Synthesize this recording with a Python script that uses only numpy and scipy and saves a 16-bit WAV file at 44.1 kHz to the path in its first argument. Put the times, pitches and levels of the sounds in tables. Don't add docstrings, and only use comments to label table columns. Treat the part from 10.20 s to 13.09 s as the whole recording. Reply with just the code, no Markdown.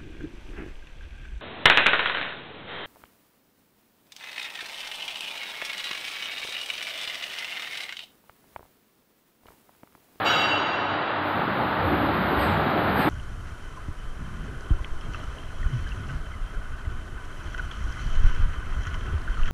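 import sys
import numpy as np
from scipy import signal
from scipy.fft import rfft, irfft, next_fast_len
from scipy.io import wavfile

SR = 44100
rng = np.random.default_rng(int(sys.argv[2]) if len(sys.argv) > 2 else 0)


def digitize_waveform(pressure):
    field = np.atleast_2d(pressure).T
    bounded = np.clip(field, -1, 1)
    quanta = np.round(bounded * 32767).astype(np.int16)
    wavfile.write(sys.argv[1], SR, quanta)


N = 127449
T = np.arange(N) / SR

# (frequency [Hz], relative density [dB])
RUMBLE_SPECTRUM = [(25, -21), (42, -24.5), (58, -8.5), (80, -9.5), (110, 0), (150, 2.5), (200, 3.5),
                   (280, 0), (370, 0.5), (520, -6), (800, -2), (2000, -78.5)]
# (time [s], level [dB])
RUMBLE_LEVEL = [(0, -40), (.25, -40), (.45, -51), (1.11, -45.5), (1.16, -30.5), (1.3, -33.5), (1.42, -29),
                (1.54, -36), (1.66, -26.5), (1.88, -29), (2.0, -30), (2.3, -28), (2.5, -28.5),
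                (2.89, -27.5)]
# (frequency [Hz], relative level [dB])
BOOM_MODES = [(72, -1), (98, -2)]
# (time [s], gain [dB])
BOOM_LEVEL = [(0, -56.5), (1.3, -56), (1.55, -43.5), (1.65, -33), (1.9, -37.5), (2.0, -40), (2.15, -39.5),
              (2.4, -34), (2.52, -55), (2.66, -33), (2.89, -39)]
# (onset [s], level [dB], centre [Hz])
BUMPS = [(1.63, -27.5, 85), (1.69, -27.5, 280), (1.79, -29.5, 265), (1.85, -28.5, 105), (1.97, -29.5, 200),
         (2.08, -29, 290), (2.15, -31, 73), (2.25, -28.5, 100), (2.35, -29, 140), (2.77, -25, 253),
         (2.85, -22, 290)]
# (frequency [Hz], relative density [dB])
HISS_SPECTRUM = [(4000, -32.5), (6500, -24.5), (7400, -11), (8600, 1.5), (10000, -16.5), (11400, 20),
                 (12400, 20.5), (14200, 14), (15500, -9)]
# (time [s], level [dB])
HISS_LEVEL = [(0, -58), (.4, -97), (.9, -83), (1.02, -71.5), (1.08, -60), (1.27, -66.5), (1.4, -62),
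              (1.6, -64.5), (1.67, -54), (1.9, -59.5), (2.13, -54.5), (2.2, -49.5), (2.3, -58), (2.5, -59),
              (2.72, -55.5), (2.79, -47.5), (2.89, -52)]
# (onset [s], level [dB], start of the falling noise band [Hz])
SCUFFS = [(2.15, -32.5, 9030), (2.738, -32, 9700)]
# (frequency [Hz], relative density [dB])
SCUFF_SPECTRUM = [(400, -16), (1500, 5), (2300, 1.5), (4000, -7.5), (5000, -15), (5600, -42), (6600, -45),
                  (7600, -29), (8600, -17.5), (10200, -44), (11200, -15.5), (12300, -20.5), (15000, -30)]
# (frequency [Hz], relative level [dB], t60 [s], width [Hz])
STEEL_MODES = [(1260, -42, 1.9, 14), (1271, -39, 1.9, 14), (1421, -46, 1.8, 18), (1538, -39.5, 2.0, 20),
               (1684, -45, 1.7, 20), (2089, -52, 1.6, 18), (2213, -46, 1.9, 18), (2631, -53, 1.7, 18),
               (2740, -37.5, 2.2, 16), (2972, -40, 1.9, 18), (2988, -43, 2.4, 28), (3020, -49, 1.6, 30),
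               (3322, -49, 2.5, 18), (3345, -51, 2.3, 24), (3401, -53, 2.0, 18), (3806, -46.5, 1.9, 24),
               (3823, -44, 2.0, 18), (4026, -54, 1.7, 26), (4691, -46, 1.7, 24), (4730, -57, 1.5, 30),
               (4844, -53, 1.45, 22), (5630, -54, 1.35, 22), (6586, -56, 1.2, 22), (7316, -70, .85, 40),
               (7562, -61.5, .95, 24), (8554, -68, .98, 22)]
# (onset [s], relative level [dB])
CLANGS = [(.037, 4.5), (.078, 3), (.165, -2)]
# (frequency [Hz], relative density [dB])
CRASH_SPECTRUM = [(200, -31), (700, 6), (1500, -8), (2300, -3.5), (3000, -3.5), (4300, -12.5), (5500, -31),
                  (7500, -20), (9500, -65), (12000, -21), (15000, -54)]
# (frequency [Hz], relative density [dB])
ROAR_SPECTRUM = [(15, -79), (25, -27), (69, -51.5), (92, -8), (220, -8.5), (245, -8.5), (293, -4.5),
                 (399, -6), (569, -4.5), (887, 0), (969, -2.5), (1380, -2), (2410, -14.5), (3920, -20.5),
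                 (5000, -37), (6500, -139), (11000, -120)]
# (frequency [Hz], relative density [dB])
ROAR_TOP_SPECTRUM = [(5400, -62), (8000, -58.5), (16000, -94.5)]
# (time [s], level [dB])
ROAR_LEVEL = [(0, -25.5), (.5, -26.5), (1.0, -27), (1.6, -26.5), (2.0, -25.5), (2.25, -24.5), (2.5, -25.5),
              (2.89, -25)]
# (frequency [Hz], relative level [dB])
HUM_LINES = [(98, -47), (300, -42), (574, -47), (737, -49)]
# (time [s], gain [dB])
HUM_LEVEL = [(0, -4), (.28, 0.5), (.75, 1), (1.0, -3), (1.45, 1.5), (2.1, 3.5), (2.89, -1.5)]

BOOM_SCATTER, BOOM_WIDTH_HZ = 1.2, 12
BUMP_RISE_S, BUMP_T60_S, BUMP_STEP_OCT = 0.026, 0.42, 0.3
FLICKER_DB, FLICKER_HZ, PATCH_HZ = 2.2, 22, 700
SCUFF_RISE_S, SCUFF_T60_S = 0.086, 0.63
BAND_REL_DB, BAND_FALL_OCT_PER_S, BAND_WIDTH_HZ = -26, 1.4, 420
CRASH_REL_DB, CRASH_RISE_S, CRASH_T60_S = -33, 0.037, 0.55
RING_REL_DB, RING_RISE_S, RING_SCATTER = 1.5, 0.04, 0.85
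SKIRT_REL_DB, SKIRT_WIDTH_HZ = -9.5, 80
HUM_SCATTER, HUM_WAVER_HZ = 0.29, 2
THROB_DEPTH, THROB_PERIOD_S, THROB_PEAK_S = 0.65, 0.37, 0.34
EDGE_HZ = 15350


def sheet_rumble():
    modes = sum(amp(db) * tone(hz, BOOM_SCATTER, BOOM_WIDTH_HZ) for hz, db in BOOM_MODES)
    out = level(RUMBLE_LEVEL) * noise(RUMBLE_SPECTRUM) + level(BOOM_LEVEL) * modes
    for onset_s, db, centre_hz in BUMPS:
        band = [(centre_hz * 2 ** (k * BUMP_STEP_OCT), -4 * k * k) for k in range(-5, 6)]
        out = out + amp(db) * swell(onset_s, BUMP_RISE_S, BUMP_T60_S) * noise(band)
    return out


def sheet_sliding():
    out = level(HISS_LEVEL) * noise(HISS_SPECTRUM)
    for onset_s, db, start_hz in SCUFFS:
        age_s = np.maximum(T - onset_s, 0)
        centre_hz = start_hz * 2 ** (-BAND_FALL_OCT_PER_S * age_s)
        phase = 2 * np.pi * np.cumsum(centre_hz) / SR
        falling_band = evened((drift(BAND_WIDTH_HZ) * np.exp(1j * phase)).real)
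        scuff = noise(SCUFF_SPECTRUM) + amp(BAND_REL_DB) * falling_band
        out = out + amp(db) * swell(onset_s, SCUFF_RISE_S, SCUFF_T60_S) * scuff
    return uneven(out)


def uneven(x):
    f_hz, spectrum = np.fft.rfftfreq(N, 1 / SR), rfft(x)
    knots_s = np.arange(0, T[-1] + 1, 0.5 / FLICKER_HZ)
    out = 0
    for centre_hz in np.arange(0, EDGE_HZ, PATCH_HZ):
        triangle = np.maximum(1 - abs(f_hz - centre_hz) / PATCH_HZ, 0)
        band = irfft(spectrum * triangle, N)
        flicker_db = FLICKER_DB * np.interp(T, knots_s, rng.standard_normal(len(knots_s)))
        out = out + band * evened(amp(flicker_db))
    return out


def clang():
    out = amp(CRASH_REL_DB) * blows(CRASH_RISE_S, CRASH_T60_S) * noise(CRASH_SPECTRUM)
    for hz, db, t60_s, width_hz in STEEL_MODES:
        skirt = evened((drift(SKIRT_WIDTH_HZ) * np.exp(2j * np.pi * hz * T)).real)
        ring = tone(hz, RING_SCATTER, width_hz) + amp(SKIRT_REL_DB) * skirt
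        out = out + amp(RING_REL_DB + db) * blows(RING_RISE_S, t60_s) * ring
    return out


def blows(rise_s, t60_s):
    return np.sqrt(sum((amp(db) * swell(onset_s, rise_s, t60_s)) ** 2 for onset_s, db in CLANGS))


def machinery():
    roar = noise(ROAR_SPECTRUM + ROAR_TOP_SPECTRUM)
    hum = sum(amp(db) * tone(hz, HUM_SCATTER, HUM_WAVER_HZ) for hz, db in HUM_LINES)
    throb = 1 + THROB_DEPTH * np.cos(2 * np.pi * (T - THROB_PEAK_S) / THROB_PERIOD_S)
    return level(ROAR_LEVEL) * roar + level(HUM_LEVEL) * throb * hum


def amp(db):
    return 10 ** (np.asarray(db) / 20)


def evened(x):
    return x / np.sqrt(np.mean(abs(x) ** 2) + 1e-20)


def level(points):
    return amp(np.interp(T, *np.transpose(points)))


def noise(points):
    hz, db = np.transpose(points)
    f_hz = np.fft.rfftfreq(N, 1 / SR)
    gain = amp(np.interp(np.log(f_hz + 1), np.log(hz), db))
    return evened(irfft(rfft(rng.standard_normal(N)) * gain, N))


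def drift(rate_hz):
    f_hz = np.fft.fftfreq(next_fast_len(N), 1 / SR)
    chance = rng.standard_normal(len(f_hz)) + 1j * rng.standard_normal(len(f_hz))
    return evened(np.fft.ifft(chance / (1 + (f_hz / rate_hz) ** 2))[:N])


def tone(hz, scatter, width_hz):
    carrier = np.exp(2j * np.pi * (hz * T + rng.random()))
    return evened(((1 + scatter * drift(width_hz)) * carrier).real)


def swell(onset_s, rise_s, t60_s):
    age_s = T - onset_s
    rise = np.sin(np.pi / 2 * np.clip(age_s / rise_s, 0, 1)) ** 2
    return rise * amp(-60 * np.maximum(age_s - rise_s, 0) / t60_s)


def scene():
    return (sheet_rumble() + sheet_sliding() + clang() + machinery())[None]


def record(dry):
    lowpass = signal.firwin(511, EDGE_HZ, window=("kaiser", 9), fs=SR)
    return signal.oaconvolve(dry, lowpass[None], "same")


dry = scene()
out = record(dry)
digitize_waveform(out)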